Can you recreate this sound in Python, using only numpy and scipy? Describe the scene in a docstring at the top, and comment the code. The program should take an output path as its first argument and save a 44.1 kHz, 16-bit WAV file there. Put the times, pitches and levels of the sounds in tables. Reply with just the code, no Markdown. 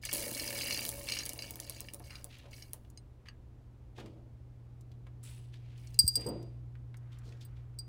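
"""A kitchen with an appliance humming; dry kibble slides down a plastic scoop into its glass box.
The first rush thins to single pieces: scoop walls ring in narrow modes, the heap crackles, the box drums.
Taps, soft steps and rubbing follow; a hiss marks the scoop tilting over a ceramic bowl.
The last piece bounces, rings and skitters there as decaying tones and noise, with a low bump close to
the microphone. A small dog shuffles closer and noses the bowl: filtered-noise ticks, steps and swishes."""
import sys
import numpy as np
from scipy import signal
from scipy.fft import rfft, irfft, next_fast_len
from scipy.io import wavfile
from scipy.ndimage import uniform_filter1d, map_coordinates

SR = 44100
rng = np.random.default_rng(int(sys.argv[2]) if len(sys.argv) > 2 else 0)


def inscribe(sig):
    """Save sig as 16-bit PCM at rate SR to the path in sys.argv[1].

    A 1-D sig is mono; a 2-D sig holds one channel per row.
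    Samples are clipped to [-1, 1] before scaling.
    """
    pcm = np.round(np.clip(np.atleast_2d(sig).T, -1, 1) * 32767)
    wavfile.write(sys.argv[1], SR, pcm.astype(np.int16))


N = 347508

# appliance hum, louder toward the bowl: (time [s], relative level [dB])
HUM_LEVEL = [(0, -55.5), (3.4, -58.5), (5.2, -49), (6.5, -46.5), (7.88, -48.5)]
# hum tones: (frequency [Hz], relative level [dB])
HUM_TONES = [(60, -7.5), (120, 3)]
# colour of the low rush of the kitchen: (frequency [Hz], relative level [dB])
AIR_COLOUR = [(30, -16), (57, -2), (85, -6), (170, -19), (300, -20.5), (500, -29.5), (800, -33.5),
              (1500, -42.5), (6000, -54.5), (15000, -62.5)]
# batches of kibble sliding down the scoop: (start [s], length [s], relative level [dB])
SLIDES = [(0.014, 0.21, -45), (0.306, 0.2, -46), (0.544, 0.26, -41.5), (0.97, .1, -55.5),
          (1.055, 0.13, -42), (1.38, 0.066, -51.5), (1.578, 0.21, -56), (2.014, 0.14, -61),
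          (2.501, 0.038, -57), (5.762, 0.21, -73.5)]
# modes of the scoop wall: (frequency [Hz], width [Hz], relative level [dB])
SCOOP_MODES = [(1769, 79, -10.5), (2243, 63, -4.5), (2771, 87, -5.5), (2933, 90, -10.5), (4164, 33, -7),
               (4810, 77, -1), (5550, 64, -7), (6180, 110, -7), (6690, 40, -10.5), (8300, 37, -7.5),
               (9930, 232, -7), (14600, 300, -7)]
# pieces knocking the scoop wall: (time [s], relative level [dB], pitch of the piece [Hz])
KNOCKS = [(.396, -26.5, 5050), (0.4775, -25, 5800), (0.5526, -33, 2460), (.5884, -27, 3520),
          (.6104, -25.5, 2680), (0.6538, -32, 2500), (0.7079, -22, 2730), (0.724, -25.5, 2720),
          (1.087, -24.5, 3600), (1.121, -20, 4200), (1.189, -23.5, 5400), (1.39, -29, 4200),
          (1.4222, -28.5, 4830), (1.886, -33, 2640), (2.107, -37, 2500), (2.155, -34, 3900),
          (2.54, -44, 3900), (2.6237, -37, 4200), (2.9747, -39, 6470), (3.286, -38, 2300),
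          (5.872, -44.5, 7820), (5.9437, -41, 7800)]
# single pieces landing on the heap: (time [s], relative level [dB])
PIECES = [(0.053, -24.5), (0.123, -42), (0.8518, -23.5), (.863, -28), (0.8857, -29), (.891, -20.5),
          (1.255, -28), (1.262, -27), (1.293, -24.5), (1.3335, -31), (1.379, -34), (1.508, -27),
          (1.557, -31.5), (1.601, -27), (1.697, -26.5), (1.8056, -28.5), (1.9365, -31.5), (1.9447, -30),
          (1.997, -42.5), (2.2437, -27), (2.7335, -26.5)]
# colour of kibble on kibble: (frequency [Hz], relative level [dB])
CRACK_COLOUR = [(400, -41), (900, -13.5), (1400, -19), (2200, -11.5), (5000, -6), (8000, -0.5), (10300, 6),
                (12500, -2), (15000, 2.5)]
# colour of the loaded box: (frequency [Hz], relative level [dB])
BOX_COLOUR = [(70, -42), (150, -5.5), (240, 5.5), (450, -3.5), (570, 6.5), (720, -10), (920, -7),
              (1300, -17.5), (2800, -67)]
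# dull knocks of box and scoop: (time [s], peak level [dB], dull above [Hz])
TAPS = [(2.001, -46, 440), (2.738, -50, 484), (3.9833, -40.5, 910), (4.007, -46.5, 1100), (4.06, -48, 3400),
        (5.068, -48.5, 1470)]
# rubbing of hand, scoop and fur: (time [s], level before the swell [dB], decay t60 [s], centre [Hz])
SWISHES = [(2.087, -51, 0.34, 1500), (2.279, -50, 0.58, 2740), (2.421, -55.5, .3, 603),
           (2.527, -57, .55, 10700), (3.252, -51.5, 0.12, 1920), (3.945, -51.5, 0.4, 2900),
           (5.212, -53.5, 0.63, 3000), (5.517, -55, 0.21, 3000), (5.556, -62.5, 1.65, 2500),
           (6.138, -52.5, 0.74, 2475), (6.9, -63.5, 2.6, 1400), (7.105, -60, 0.23, 3200),
           (7.221, -59, 0.45, 4200), (7.404, -51.5, 0.15, 3760), (7.55, -62, 0.21, 2600)]
# small ticks of scoop, claws and muzzle: (time [s], relative level [dB], pitch [Hz])
TICKS = [(2.385, -45, 9000), (2.849, -55, 2760), (2.901, -48.5, 8040), (3.285, -38, 1900),
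         (4.81, -51, 7150), (4.917, -53.5, 3660), (5.541, -44.5, 2630), (5.7784, -50, 4250),
         (6.428, -46.5, 5840), (6.754, -49, 1487), (6.943, -44.5, 1567), (6.97, -47.5, 7920),
         (7.187, -52, 7800), (7.324, -48, 2500)]
# soft thumps and footfalls: (time [s], level before the swell [dB])
STEPS = [(3.972, -48.5), (4.03, -53.5), (4.15, -59), (6.165, -46.5), (6.257, -35.5), (7.25, -58)]
# colour of the hiss as the scoop tilts over the bowl: (frequency [Hz], relative level [dB])
HISS_COLOUR = [(3000, -11), (7000, -8.5), (8000, 4), (8700, -9), (9600, 7), (10600, -11), (15000, -10)]
# blows on the bowl: (time [s], relative level [dB], brightness [dB per octave])
CLINKS = [(5.9899, -7, 0), (6.0653, -35, 0), (6.0776, -14, 1), (6.155, -16, -2), (6.208, -37.5, -4),
          (6.264, -35, -2), (6.2865, -37.5, 5), (7.45, -48, 14), (7.7877, -33.5, -4)]
# tones of the bowl: (frequency [Hz], relative level [dB], t60 [s])
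BOWL_TONES = [(4786, -2.5, .045), (8384, 0, .034), (10235, -14, .04), (12732, -18, .035), (14835, -9, .022)]
# clatter of a piece on the bowl, bunched around its tones: (frequency [Hz], relative level [dB])
CLATTER_COLOUR = [(3300, -28), (4650, 3), (5500, -1), (6500, -16), (8400, 3), (9200, 0), (10800, -15),
                  (14000, -12), (14900, 4), (15600, -18)]
# the piece spins and skitters between bounces: (start [s], length [s], level [dB])
SKITTERS = [(6.015, 0.054, -46.5), (6.1, 0.081, -51.5), (6.182, 0.11, -59.5)]
# decay of the kitchen's answer: (frequency [Hz], t60 [s])
ROOM_DECAY = [(200, 0.34), (1000, 0.21), (5000, 0.046), (15000, 0.017)]

AIR_DB = -55
SLIDE_RISE_S, SLIDE_STOP_DB_PER_S = 0.036, 105.5
# stream onto the heap: first landing, extra level of the rush, its decay time, then thinning to the end
LAND_S, RUSH_DB, RUSH_S = 0.123, 13, 0.053
THIN_S, THIN_DB_PER_S, EMPTY_S = 0.76, 23.5, 4.4
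TAP_T60_S, TAP_LOW_HZ = 0.05, 380
STEP_RISE_S, STEP_T60_S, STEP_DULL_HZ = 0.0041, 0.53, 417
SWISH_RISE_SHARE, SWISH_Q = 0.084, 0.97  # swell as a share of the t60; sharpness of the colour
CATCH_DB, CATCH_PER_S = 3, 220  # unevenness of rubbing and its knots a second
HISS_S, HISS_DB, HISS_T60_S = 5.227, -52.5, 0.54
TOP_HZ = 15800


def amp(db):
    """Decibels to amplitude."""
    return 10 ** (np.asarray(db) / 20)


def unit(x):
    """Scale to rms 1."""
    return x / np.sqrt(np.mean(x ** 2) + 1e-20)


def peaked(x):
    """Scale to peak 1."""
    return x / np.abs(x).max()


def struck(x):
    """Scale a hit to rms 1 over its first two milliseconds."""
    return x / np.sqrt(np.mean(x[:SR // 500] ** 2))


def clock(seconds):
    """Sample times from zero, in seconds."""
    return np.arange(int(seconds * SR)) / SR


def along(points, hz):
    """Read (Hz, value) points on a log frequency axis."""
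    f, v = np.transpose(points)
    return np.interp(np.log(hz + 1), np.log(f + 1), v)


def curves(rows):
    """One value per sample for each column after the time."""
    s, *cols = np.transpose(rows)
    return [np.interp(np.arange(N) / SR, s, c) for c in cols]


def wobble(rate):
    """A smooth random curve, rate knots a second."""
    knots = rng.standard_normal(int(N * rate / SR) + 4)
    return map_coordinates(knots, [np.arange(N) * rate / SR])


def filtered(x, response):
    """x times a response of frequency."""
    m = next_fast_len(len(x) + SR // 4)
    spectrum = rfft(x, m) * response(np.fft.rfftfreq(m, 1 / SR))
    return irfft(spectrum, m)[:len(x)]


def noise(spectrum, size):
    """Coloured noise of rms 1."""
    return unit(filtered(rng.standard_normal(size), lambda hz: amp(along(spectrum, hz))))


def band(centre_hz, q, size):
    """Noise of rms 1 in one broad resonance with steep skirts."""
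    def resonance(hz):
        detuning = hz / centre_hz - centre_hz / (hz + 1)
        return 1 / (1 + (q * detuning) ** 2)

    return unit(filtered(rng.standard_normal(size), resonance))


def add(track, s, sound):
    """Mix a sound in at time s."""
    part = track[max(0, round(s * SR)):][:len(sound)]
    part += sound[:len(part)]


def contacts(rate, spread_db):
    """Random impulses of uneven size, with about the same mean power throughout."""
    sizes = amp(spread_db * np.minimum(rng.standard_normal(N), 2))
    hits = (rng.random(N) < rate / SR) * sizes
    power = uniform_filter1d(hits ** 2, SR // 30)
    return hits / np.sqrt(np.abs(power) + np.mean(power) / 20)


def uneven_grip():
    """Rubbing surfaces grip and slip: a random gain of rms 1."""
    return unit(amp(CATCH_DB * wobble(CATCH_PER_S)))


def appliance(drift=0.064):
    """Mains hum, its phase drifting slowly, over the low rush of the kitchen."""
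    hum_db, = curves(HUM_LEVEL)
    # drift is in radians at the second tone
    t = np.arange(N) / SR + drift * wobble(0.08) / HUM_TONES[1][0] / (2 * np.pi)
    hum = sum(amp(db) * np.sin(2 * np.pi * hz * t) for hz, db in HUM_TONES)
    return amp(hum_db) * hum + amp(AIR_DB) * noise(AIR_COLOUR, N)


def sliding():
    """Rattle strength in the scoop: each batch gathers speed, slides and runs out."""
    t = np.arange(N) / SR
    power = np.zeros(N)
    for s, length, db in SLIDES:
        rise = np.clip((t - s) / SLIDE_RISE_S, 0, 1)
        run_out_db = SLIDE_STOP_DB_PER_S * np.maximum(t - s - length, 0)
        power += (rise * amp(db - run_out_db)) ** 2
    return np.sqrt(power)


def grains(rate=500, spread_db=5, pitch_hz=5200, cycles=16):
    """Pieces jostle each other, each with a short ping at its own pitch."""
    hits = contacts(rate, spread_db)
    at, k = np.flatnonzero(hits), np.arange(SR // 100)
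    hz = pitch_hz * 2 ** rng.uniform(-1, 1, N)[at, None]
    turns = hz * k / SR
    # each ping falls 20 dB in the given number of cycles
    pings = hits[at, None] * np.sin(2 * np.pi * turns) * amp(-20 * turns / cycles)
    return unit(np.bincount((at[:, None] + k).ravel(), pings.ravel(), N)[:N])


def scoop(wall_db=0, knock_db=-9, vary_db=4, colour_db=7, ping_db=-5):
    """Each contact rings the thin wall around the piece's own pitch; the shifting load detunes the modes."""
    t = clock(0.1)
    hz, width, db = np.transpose(SCOOP_MODES)[:, :, None]
    decay = np.exp(-np.pi * width * t) * (1 - np.exp(-t / 0.0003))
    fade = amp(db) * np.sqrt(width) * decay

    def ring(piece_hz):
        """One piece strikes one spot: the wall's modes plus the piece's own short ping."""
        octaves_off = np.abs(np.log2(hz[:, 0] / piece_hz))
        strengths = amp(vary_db * rng.standard_normal(len(hz)) - colour_db * octaves_off)
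        strengths = strengths * rng.choice([-1, 1], len(hz))
        pitches = hz * (1 + 0.024 * rng.standard_normal(hz.shape))
        modes = strengths @ (fade * np.sin(2 * np.pi * pitches * t))
        ping = np.sin(2 * np.pi * piece_hz * t) * amp(-60 * t / 0.007)
        return struck(struck(modes) + amp(ping_db) * struck(ping))

    blows = contacts(rate=240, spread_db=4.5)
    spots = [ring(4100 * 2 ** rng.uniform(-1.3, 1)) for _ in range(120)]
    wall = np.zeros(N)
    for at in np.flatnonzero(blows):
        add(wall, at / SR, blows[at] * spots[rng.integers(len(spots))])
    out = sliding() * amp(wall_db) * (unit(wall) + amp(-9) * grains())
    for s, level_db, piece_hz in KNOCKS:
        add(out, s, amp(level_db + knock_db) * ring(piece_hz))
    return out


def pieces(settle_db=-24, settle_t60=0.12, snap_db=-6, snap_t60=0.006, thud_db=-53, thud_t60=0.11):
    """A lone piece snaps in its own colour and stirs its neighbours; the box answers softly, swelling later."""
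    out, t = np.zeros(N), clock(0.33)
    snap = amp(-60 * t / snap_t60)
    settle = amp(settle_db - 60 * t / settle_t60)
    thud = amp(thud_db - 60 * t / thud_t60) * (1 - np.exp(-t / STEP_RISE_S))
    for s, db in PIECES:
        colour = [(hz, level + rng.normal(0, 3)) for hz, level in CRACK_COLOUR]
        crack = struck(noise(colour, len(t)) * (snap + settle))
        add(out, s, amp(db + snap_db) * crack)
        add(out, s, thud * band(centre_hz=500, q=1, size=len(t)))
    return out


def falling(onset_s=0.0027, end_s=0.061):
    """Strength of the stream on the heap: a first rush, about 1 in the steady fall, then thinning."""
    t = np.arange(N) / SR
    rush_db = RUSH_DB * np.exp(-np.maximum(t - LAND_S, 0) / RUSH_S)
    thinning_db = THIN_DB_PER_S * np.maximum(t - THIN_S, 0)
    onset = np.clip((t - LAND_S) / onset_s, 0, 1)
    end = np.clip((EMPTY_S - t) / end_s, 0, 1)
    return amp(rush_db - thinning_db) * onset * end


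def pile(rate=800, spread_db=4.0, crackle_db=-43, jostle_db=-28, jostle_power=0.62,
         rumble_db=-51, rumble_power=0.53):
    """Pieces crackle as they slide and land; fewer, longer shifts drum the box and thin more slowly."""
    stream, t = falling(), clock(0.1)

    def bursts(per_second, t60):
        """The joint envelope of many short, overlapping decays."""
        power = signal.oaconvolve(contacts(per_second, spread_db) ** 2, amp(-120 * t / t60))[:N]
        return np.sqrt(np.abs(power))

    clicks, knocks = bursts(rate, 0.012), bursts(150, 0.06)
    crackle = np.hypot(amp(crackle_db) * stream, amp(jostle_db) * sliding() ** jostle_power)
    rumble = amp(rumble_db) * stream ** rumble_power
    heap = unit(clicks * noise(CRACK_COLOUR, N)) * crackle
    box = unit(knocks * noise(BOX_COLOUR, N)) * rumble
    return heap + box


def taps():
    """Dry, dull knocks with no ring of their own: short noise bursts, soft in bass and treble."""
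    out, t = np.zeros(N), clock(0.5)
    for s, db, dull_hz in TAPS:
        body = lambda hz: hz ** 2 / (hz ** 2 + TAP_LOW_HZ ** 2) / (1 + (hz / dull_hz) ** 2)
        knock = filtered(rng.standard_normal(len(t)), body)
        add(out, s, amp(db) * peaked(knock * amp(-60 * t / TAP_T60_S)))
    return out


def handling(tick_t60=0.025, tick_db=-2, step_low_hz=130, step_slope=2.9):
    """Light ticks, padded steps and grainy rubbing as scoop and dog move to the bowl."""
    out, t = np.zeros(N), clock(1.5)
    grip = uneven_grip()

    def swell(rise, t60):
        """A soft start and a steady decay."""
        return (1 - np.exp(-(t / rise) ** 2)) * amp(-60 * t / t60)

    def padded(hz):
        """Soft contact: little deep bass and a dull treble."""
        bass = hz ** 2 / (hz ** 2 + step_low_hz ** 2)
        return bass / np.hypot(1, (hz / STEP_DULL_HZ) ** step_slope)

    def catching():
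        """A random stretch of the grip."""
        return grip[rng.integers(N - len(t)):][:len(t)]

    for s, db, length, hz in SWISHES:
        rub = catching() * band(hz, SWISH_Q, size=len(t))
        add(out, s, amp(db) * swell(SWISH_RISE_SHARE * length, length) * rub)
    for s, db, hz in TICKS:
        tick = peaked(band(hz, q=1, size=len(t)) * amp(-60 * t / tick_t60))
        add(out, s, amp(db + tick_db) * tick)
    for s, db in STEPS:
        thump = unit(filtered(rng.standard_normal(len(t)), padded))
        add(out, s, amp(db) * swell(STEP_RISE_S, STEP_T60_S) * thump)
    hiss = catching() * noise(HISS_COLOUR, len(t))
    add(out, HISS_S, amp(HISS_DB) * swell(0.0059, HISS_T60_S) * hiss)
    return out


def bowl(crack_db=-3.5, crack_t60=0.022, haze_db=-35, haze_t60=0.22, hold=0.007,
         after_db=-28, after_t60=0.75, level_db=0.5):
    """Hard kibble rings the ceramic; the ring holds a moment and drops, the lowest tone lingers most."""
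    out, t = np.zeros(N), clock(0.34)
    lowest_hz = BOWL_TONES[0][0]
    crack = amp(crack_db - 60 * t / crack_t60) + amp(haze_db - 60 * t / haze_t60)
    for s, db, tilt_db in CLINKS:
        clatter = [(hz, level + tilt_db * np.log2(hz / lowest_hz)) for hz, level in CLATTER_COLOUR]
        ring = crack * noise(clatter, len(t))
        for hz, level, t60 in BOWL_TONES:
            ratio = hz / lowest_hz
            held = amp(-60 * (np.hypot(t, hold) - hold) / t60)
            lingering = amp(after_db - 60 * t / after_t60) / ratio ** 2
            tone = np.sin(2 * np.pi * (hz * t + rng.random()))
            ring += amp(level + tilt_db * np.log2(ratio)) * (held + lingering) * tone
        add(out, s, amp(db + level_db) * peaked(ring * (1 - np.exp(-t / 0.00055))))
    return out


def skitter(ring_t60=0.024, rasp_db=-11):
    """Tiny contacts of the spinning piece rasp on the glaze and ring the bowl, most in its lowest tone."""
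    out, t = np.zeros(N), clock(0.1)
    ring = np.zeros(len(t))
    for hz, db, _ in BOWL_TONES:
        ring += amp(db - 60 * t / ring_t60) / hz ** 2 * np.sin(2 * np.pi * hz * t)
    ring *= 1 - np.exp(-t / 0.0012)
    grip = uneven_grip()
    for s, length, db in SKITTERS:
        size = len(clock(length))
        touches = rng.standard_normal(size) * (rng.random(size) < 500 / SR)  # about 500 a second
        sound = signal.fftconvolve(touches, ring)
        add(out, s, amp(db) * sound / np.std(sound[:size]))
        rasp = band(BOWL_TONES[1][0], SWISH_Q, size) * grip[round(s * SR):][:size]
        add(out, s, amp(db + rasp_db) * rasp)
    return out


def bump(s=6.04, db=-27, hz=55, start_hz=230, sag_s=0.006, t60=0.06):
    """One soft, low bump close to the microphone, sinking in pitch."""
    out, t = np.zeros(N), clock(0.5)
    turns = np.cumsum(hz + (start_hz - hz) * np.exp(-t / sag_s)) / SR
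    add(out, s, amp(db) * peaked(t * amp(-60 * t / t60) * np.sin(2 * np.pi * turns)))
    return out


def room(x):
    """The kitchen's diffuse answer, 5 ms behind the direct sound and shorter in the treble."""
    hz, t, z = signal.stft(rng.standard_normal(SR // 2), SR, nperseg=256)
    decay = amp(-60 * t / along(ROOM_DECAY, hz)[:, None])
    tail = signal.istft(z * decay, SR, nperseg=256)[1]
    answer = np.pad(tail / np.linalg.norm(tail), (SR // 200, 0))
    return signal.fftconvolve(x, answer)[:N]


def scene():
    """Box, bowl and movement share one kitchen; the close bump and the hum stay dry."""
    box = scoop() + pile() + pieces()
    clinks, movement = bowl() + skitter(), handling() + taps()
    wet = room(amp(-12.0) * box + amp(-6.5) * clinks + amp(-10.5) * movement)
    return box + clinks + movement + wet + bump() + appliance()


def record(dry):
    """A steep low-pass leaves almost nothing above TOP_HZ."""
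    return filtered(dry, lambda hz: 1 / np.hypot(1, (hz / TOP_HZ) ** 80))


dry = scene()
out = record(dry)
inscribe(out)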